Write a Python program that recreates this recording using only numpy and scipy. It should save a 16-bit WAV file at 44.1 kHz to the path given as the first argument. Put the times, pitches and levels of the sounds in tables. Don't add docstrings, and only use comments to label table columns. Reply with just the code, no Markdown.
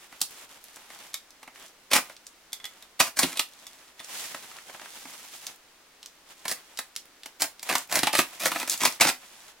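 import sys
import numpy as np
from scipy import signal
from scipy.fft import rfft, irfft, next_fast_len
from scipy.io import wavfile
from scipy.ndimage import map_coordinates

SR = 44100
rng = np.random.default_rng(int(sys.argv[2]) if len(sys.argv) > 2 else 0)


def dump(signal):
    limited = np.clip(np.atleast_2d(signal).T, -1, 1)
    pcm = np.round(limited * 32767).astype(np.int16)
    wavfile.write(sys.argv[1], SR, pcm)


N = 423360

# frequency in Hz, relative density in dB.
AIR_SPECTRUM = [(25, -7), (100, -16.5), (280, -5), (500, -5.5), (1200, -5), (2600, -6.5), (6000, -10),
                (16000, -19.5)]
DRAG_SPECTRUM = [(50, -35), (130, -9), (270, -3.5), (450, -4.5), (780, 2.5), (1300, 0.5), (2200, -0.5),
                 (3500, -1), (8000, -48)]
HISS_SPECTRUM = [(600, -25), (2000, 1), (3300, 1), (6500, 2.5), (10000, 0), (16000, -7)]
# start in seconds, end in seconds, hiss in dB.
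STROKES = [(0, 0.063, -54), (0.09, 0.21, -58.5), (0.297, 0.448, -48.5), (0.49, 0.583, -55),
           (0.617, 0.883, -56.5), (0.884, 1.112, -52.5), (1.552, 1.7, -54), (2.032, 2.14, -57),
           (2.68, 2.853, -61), (3.52, 3.908, -57.5), (6.276, 6.34, -54), (6.36, 6.817, -59),
           (7.653, 7.843, -44), (8.205, 8.44, -50.5), (8.603, 8.976, -45), (9.203, 9.52, -54)]
# time in seconds, relative hiss in dB, relative drag in dB.
SLIDE = [(3.97, -64, -67), (4.054, -52, -56), (4.172, -40.5, -49), (4.24, -40.5, -50.5),
         (4.416, -50.5, -53.5), (4.612, -54.5, -57), (4.82, -53.5, -53.5), (4.93, -49.5, -54.5),
         (5.298, -51.5, -57), (5.372, -48.5, -57.5), (5.496, -53.5, -54.5), (5.56, -61, -64)]
# delay from the break in seconds, gain in dB.
GIVE_AND_RECOIL = [(-.009, -21), (0, -0.5), (.009, -14)]
# start in seconds, level in dB, crispness (tape over panel) in dB.
SNAPS = [(0.124, -45, -6), (0.2136, -37.5, 14.5), (0.766, -45, -7), (0.9013, -44.5, -5.5),
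         (0.957, -48, -14), (1.4287, -43.5, -2.5), (1.475, -40, -10.5), (1.915, -36.5, 7.5),
         (1.932, -21, 7), (1.961, -21.5, 2.5), (2.096, -41.5, -6), (3.0011, -16, -1), (3.169, -35, 3.5),
         (3.1889, -22.5, 7), (3.2304, -33, 14), (3.3712, -49, 21.5), (3.393, -30, 11.5), (4, -40.5, -2.5),
         (4.344, -34, -4), (4.695, -40, -11), (4.7456, -40.5, -25), (4.814, -39.5, -7), (5.0525, -41, -9),
         (6.4525, -33.5, 0.5), (6.48, -39.5, 12.5), (6.5129, -35, 7), (6.788, -34, 6.5), (7.258, -40.5, 2),
         (7.405, -44, 11), (7.419, -28, 9.5), (7.628, -41.5, 7.5), (7.695, -25.5, -0.5), (7.752, -23, 1),
         (7.9233, -29, 3.5), (7.954, -29, 9), (7.968, -22, -8), (7.989, -29.5, 6), (8.031, -24, 3),
         (8.069, -20.5, -1.5), (8.1328, -22.5, -8), (8.15, -23.5, 3), (8.1881, -14.5, -4),
         (8.4554, -19.5, -2), (8.516, -26.5, -3), (8.5572, -24, -9.5), (8.598, -36.5, 5.5),
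         (8.675, -34.5, 3), (8.8507, -19, 3), (8.999, -27.5, -16), (9.008, -16.5, 3), (9.0162, -19, 1.5),
         (9.0878, -25, 2)]
# time in seconds, level in dB.
JOLTS = [(0.2138, -55), (3.232, -28), (3.2432, -29.5), (5.052, -52.5), (6.4534, -50), (7.989, -43),
         (8.0316, -30), (8.1883, -30.5), (9.0562, -32)]
# frequency in Hz, width in Hz, relative gain in dB.
CAVITY_MODES = [(45, 59, -20), (168, 49, -6.5), (256.7, 44.4, 1.5), (330, 111, -1.5)]
PANEL_MODES = [(634.5, 200, -3.5), (855, 288, 2.5), (1028, 340, 1.5), (1274, 116, 2.5), (1643, 270, -2),
               (1947, 360, 0), (2527, 223, 0), (2687, 152, 1.5)]
TAPE_MODES = [(3500, 1200, -0.5), (5830, 2750, 1.5), (8210, 3850, 0), (13250, 4800, -6.5)]
# start in seconds, centre frequency in Hz, level in dB.
TICKS = [(0.2151, 7100, -25), (0.64, 11000, -46), (0.7595, 7500, -45.5), (1.305, 5940, -51.5),
         (1.558, 1700, -51), (2.165, 4150, -49.5), (2.2668, 6270, -42.5), (4.044, 6500, -42.5),
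         (4.5145, 1700, -46), (4.585, 1600, -44), (4.796, 1450, -44.5), (4.857, 1380, -44),
         (5.4666, 5540, -33), (6.0288, 3870, -45), (6.059, 5170, -41), (6.773, 5270, -37),
         (6.9619, 5060, -30), (7.233, 3630, -43), (7.594, 4100, -44), (7.781, 7900, -30.5),
         (8.6963, 6800, -22.5), (8.776, 8450, -35), (8.923, 6100, -39)]
# start in seconds, level in dB, pitch in Hz, click gain in dB.
BLADE_KNOCKS = [(1.1413, -32, 3730, 2.5), (2.53, -37.5, 3440, 6), (2.6, -44, 3430, -12),
                (2.6422, -34.5, 3365, -8), (2.6532, -38, 3440, 1.5), (2.8238, -50, 3580, 3),
                (3.6672, -44.5, 3460, 2.5), (3.994, -42, 3500, -6)]
# multiple of the pitch, gain in dB, time to decay 60 dB in seconds.
BLADE_MODES = [(.59, 2, 0.063), (.64, -2, 0.066), (1, 9, 0.083), (1.47, -5, .1)]
# start in seconds, end in seconds, midway level in dB, swell in dB, crispness in dB.
RIPS = [(1.903, 1.959, -26.5, 15.5, -0.5), (1.969, 1.982, -24.5, 1.5, -3), (2.994, 3.008, -19.5, -4, 7),
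        (3.011, 3.085, -40, 0.5, 3.5), (3.161, 3.242, -36.5, 14, 4.5), (3.254, 3.376, -42, -8, 2),
        (6.481, 6.522, -38, 3, 6), (7.393, 7.448, -36.5, 5.5, 0), (7.685, 7.75, -29, -7, -2),
        (7.886, 7.983, -32.5, 13.5, -1.5), (8.018, 8.092, -44, 7, 3), (8.125, 8.217, -38.5, 1, 12),
        (8.394, 8.48, -33, 8, 3), (8.502, 8.629, -38, 2.5, 1), (8.699, 8.74, -39.5, -1, 11.5),
        (8.797, 8.879, -28.5, 1.5, 1.5), (9.004, 9.099, -25, 0.5, 2)]
# frequency in Hz, reverberation time in seconds.
REVERB_TIMES = [(150, 0.14), (600, 0.18), (3000, 0.19), (14000, 0.18)]
# frequency in Hz, left-right correlation.
COHERENCE = [(100, 0.9), (300, 0.94), (600, 0.79), (1200, 0.73), (2500, 0.34), (6000, 0.022)]
# time in seconds, lead of the right microphone in samples.
RIGHT_LEAD = [(0, -0.43), (5, -1.4), (6.3, 1), (8.2, 0.66), (8.9, -1.34)]
# frequency in Hz, right boost and left cut in dB.
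BALANCE = [(300, 0.055), (1100, 0.3), (2100, 0.61), (4000, 1.0), (12000, 0)]


def amp(db):
    return 10 ** (np.asarray(db) / 20)


def unit(x):
    return x / np.sqrt(np.mean(x ** 2) + 1e-20)


def along(points, hz):
    f, values = np.transpose(points)
    return np.interp(np.log(hz + 1), np.log(f + 1), values)


def wobble(rate, oversample=8):
    knots = rng.standard_normal(int(N * rate / SR) + 4)
    smooth = signal.resample_poly(knots, oversample, 1)
    return np.interp(np.arange(N) * rate * oversample / SR, np.arange(len(smooth)), smooth)


def add(track, s, x):
    part = track[..., max(round(s * SR), 0):][..., :x.shape[-1]]
    part += x[..., :part.shape[-1]]


def filtered(x, response):
    size = next_fast_len(x.shape[-1] + SR // 4, True)
    return irfft(rfft(x, size) * response(np.fft.rfftfreq(size, 1 / SR)), size)[..., :x.shape[-1]]


def ring(x, response):
    return signal.oaconvolve(x, response / np.linalg.norm(response))[:N]


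def resonances(modes, size=4096):
    f = np.fft.rfftfreq(size, 1 / SR)
    return irfft(sum((-1) ** k * amp(db) * 1j * f * width / (hz * hz - f * f + 1j * f * width)
                     for k, (hz, width, db) in enumerate(modes)))


def colour(spectrum, size=2048):
    cepstrum = irfft(np.log(amp(along(spectrum, np.fft.rfftfreq(size, 1 / SR)))))
    cepstrum[1:size // 2] *= 2
    cepstrum[size // 2 + 1:] = 0
    return irfft(np.exp(rfft(cepstrum)))


def diffuse(pair):
    angle = lambda hz: np.arccos(np.clip(along(COHERENCE, hz), -1, 1)) / 2
    mid, side = filtered(pair, lambda hz: np.array([np.cos(angle(hz)), np.sin(angle(hz))]))
    return np.array([mid + side, mid - side])


def background():
    air = np.array([ring(rng.standard_normal(N), colour(AIR_SPECTRUM)) for _ in range(2)])
    hum = np.sin(2 * np.pi * 60 * np.arange(N) / SR) * amp(0.85 * wobble(4.5))
    return amp(-57) * unit(diffuse(air)) + amp(-80.5) * hum


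def fibres(rate, spread_db):
    when, chance, sign = rng.random((int(rate * N / SR), 3)).T
    sizes = amp(spread_db * np.minimum(-np.log(1 - chance), 4))
    return unit(np.bincount((when * N).astype(int), sizes * np.sign(sign - 0.5), N))


def sliding(fade_s=0.05, light_hiss_db=-50, light_drag_db=-54.5):
    t, power = np.arange(N) / SR, np.zeros(N)
    for start, end, db in STROKES:
        now = slice(max(int((start - fade_s) * SR), 0), int((end + fade_s) * SR))
        stroke = np.clip(np.minimum(t[now] - start, end - t[now]) / fade_s + 0.54, 0, 1)
        power[now] += (amp(db) * stroke) ** 2
    speed = np.sqrt(power)
    pressure = amp(light_drag_db) * (speed / amp(light_hiss_db)) ** 0.81
    times, *levels_db = np.transpose(SLIDE)
    slide_hiss, slide_drag = (amp(np.interp(t, times, db, -np.inf, -np.inf)) for db in levels_db)
    return speed + amp(2.5) * slide_hiss, pressure + amp(0.5) * slide_drag


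def rubbing(catch_db=3.5):
    speed, pressure = sliding()
    catch = 2 * np.tanh(wobble(41) / 2)
    drag = [ring(fibres(rate=2000, spread_db=1.5), colour(DRAG_SPECTRUM)) for _ in range(2)]
    hiss = [ring(fibres(rate=6000, spread_db=1.5), colour(HISS_SPECTRUM)) for _ in range(2)]
    rub = drag * pressure * amp(2 + catch_db * catch) + hiss * speed * amp(0.5 + 1.4 * catch)
    crumbs = fibres(rate=110, spread_db=3) * (np.minimum(speed, amp(-52)) + amp(-70))
    grit = amp(-6.5) * ring(crumbs, resonances(TAPE_MODES))
    return diffuse(rub), grit


def contacts(events):
    return [(s + delay, db + part_db, *rest)
            for s, db, *rest in events for delay, part_db in GIVE_AND_RECOIL]


def burst(decay_s, attack_s=0.00088, size=1024):
    t = np.arange(size) / SR
    fade = np.exp(-t / max(decay_s, 1 / SR)) * (1 - np.exp(-t / attack_s))
    spectrum = rfft(rng.standard_normal(size) * fade)
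    flattened = irfft(spectrum / np.abs(spectrum) ** 0.5) * np.sqrt(fade)
    return flattened / np.linalg.norm(flattened) * np.sqrt(SR / 100)


def shove(db):
    return amp([db]) * np.sqrt(SR / 100)


def snaps(firm_db=-23.5, doubling_db=39):
    cavity, panel, tape = np.zeros((3, N))
    for s, db, crisp_db in contacts(SNAPS):
        base_s = 0.0027 * 2 ** ((db - firm_db) / doubling_db)
        cutoff_hz = np.clip(4000 * amp(crisp_db), 1300, 9000)
        crack = signal.lfilter(*signal.butter(1, cutoff_hz, fs=SR), burst(base_s * 2))
        add(panel, s, amp(db) * crack)
        add(tape, s, amp(db + crisp_db - 1) * burst(base_s * 2.84))
    for s, db, _ in SNAPS:
        add(cavity, s, shove(db - 16.5))
    for s, db in JOLTS:
        add(cavity, s, shove(db))
    return np.array([cavity, panel, tape])


def flexing(x, modes, bend):
    tension = np.tanh(wobble(22))
    share = lambda step: np.sqrt(np.maximum(1 - np.abs(tension - step), 0))
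    return sum(ring(x * share(step), resonances(np.array(modes) * [1 + bend * step, 1, 1]))
               for step in (-1, 0, 1))


def cardboard(drive):
    cavity, panel, tape = drive
    hollow = ring(cavity, resonances(CAVITY_MODES))
    return hollow + flexing(panel, PANEL_MODES, bend=0.13) + flexing(tape, TAPE_MODES, bend=0.25)


def ticks():
    track = np.zeros(N)
    for s, db, hz in contacts([(s, db, hz) for s, hz, db in TICKS]):
        shred = resonances([(hz, hz * 0.59, 0)])
        add(track, s, amp(db) * ring(burst(0.0028), shred))
    return track


def cutter(ring_db=-8, board_db=-12.5):
    clicks, knocks, steel = np.zeros((3, N))
    t = np.arange(SR // 4) / SR
    for s, db, hz, click_db in contacts(BLADE_KNOCKS):
        contact = amp(db) * burst(0.0021)
        add(knocks, s, contact)
        add(clicks, s, amp(click_db) * contact)
        for ratio, mode_db, t60 in BLADE_MODES:
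            chatter = np.cumsum(rng.normal(0, 0.09, len(t)))
            fade = amp(db + ring_db + mode_db + rng.normal(0, 1) - 60 * t / t60)
            add(steel, s, fade * np.sin(2 * np.pi * hz * ratio * t + chatter))
    board = amp(board_db) * ring(knocks, resonances(PANEL_MODES))
    return ring(clicks, resonances(TAPE_MODES)) + steel + board


def tears(rise_s=0.0095, release_s=0.0065):
    drive = np.zeros((3, N))
    grain = fibres(rate=7000, spread_db=3.5) * amp(4.1 * wobble(350))
    rasp = np.outer([0, 0.3, 0.6], fibres(rate=330, spread_db=2))
    for start, end, db, swell_db, crisp_db in RIPS:
        length = max(end - start, rise_s)
        t = np.arange(int((length + 5 * release_s) * SR)) / SR
        pull = np.minimum(t / rise_s, 1) * np.exp(-np.maximum(t - length, 0) / release_s)
        pull *= amp(db + swell_db * (np.minimum(t / length, 1) - 0.5))
        now = slice(int(start * SR), int(start * SR) + len(t))
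        gains = amp([[-14], [-1.5], [crisp_db - 2.5]])
        add(drive, start, gains * (unit(grain[now]) + rasp[:, now]) * pull)
    return drive


def squeak(start_s=8.0695, length_s=0.019, start_hz=760, end_hz=920, db=-20):
    progress = np.linspace(0, 1, int(length_s * SR))
    phase = 2 * np.pi * np.cumsum(start_hz + (end_hz - start_hz) * progress) / SR
    swell = progress * (1 - progress) ** 2
    track = np.zeros(N)
    add(track, start_s, amp(db) * swell / swell.max() * np.sin(phase))
    return track


def room(x, blocks=36, onset_s=0.00074):
    wet, hop = np.zeros((2, N)), N // blocks
    padded = np.pad(x, (hop, 2 * hop))
    window = np.sin(np.pi * np.arange(2 * hop) / (2 * hop))
    for k in range(blocks + 1):
        hz, t, noise = signal.stft(rng.standard_normal((2, SR // 4)), SR, nperseg=256)
        decay = amp(-60 * t / along(REVERB_TIMES, hz)[:, None])
        tail = diffuse(signal.istft(noise * decay, SR, nperseg=256)[1])
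        tail *= 1 - np.exp(-(np.arange(tail.shape[1]) / SR / onset_s) ** 2)
        block = padded[k * hop:][:2 * hop] * window
        echoes = signal.fftconvolve(block[None], tail / np.linalg.norm(tail[0]), axes=1)
        add(wet, max(k - 1, 0) * hop / SR, echoes[:, hop if k == 0 else 0:])
    return wet


def scene():
    rub, grit = rubbing()
    close = cardboard(snaps() + tears()) + ticks() + cutter() + squeak() + grit
    n = np.arange(N)
    lead = np.interp(n / SR, *np.transpose(RIGHT_LEAD))
    direct = np.array([map_coordinates(close, [n + side * lead / 2], order=3) for side in (-1, 1)])
    sound = direct + amp(-5) * room(close) + rub
    tilted = filtered(sound, lambda hz: amp(along(BALANCE, hz) * np.array([[-1], [1]])))
    return tilted + background()


def record(dry):
    ceiling, top_hz = 0.62, 16000
    rounded = dry / (1 + (dry / ceiling) ** 4) ** (1 / 4)
    return filtered(rounded, lambda hz: hz < top_hz)


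dry = scene()
out = record(dry)
dump(out)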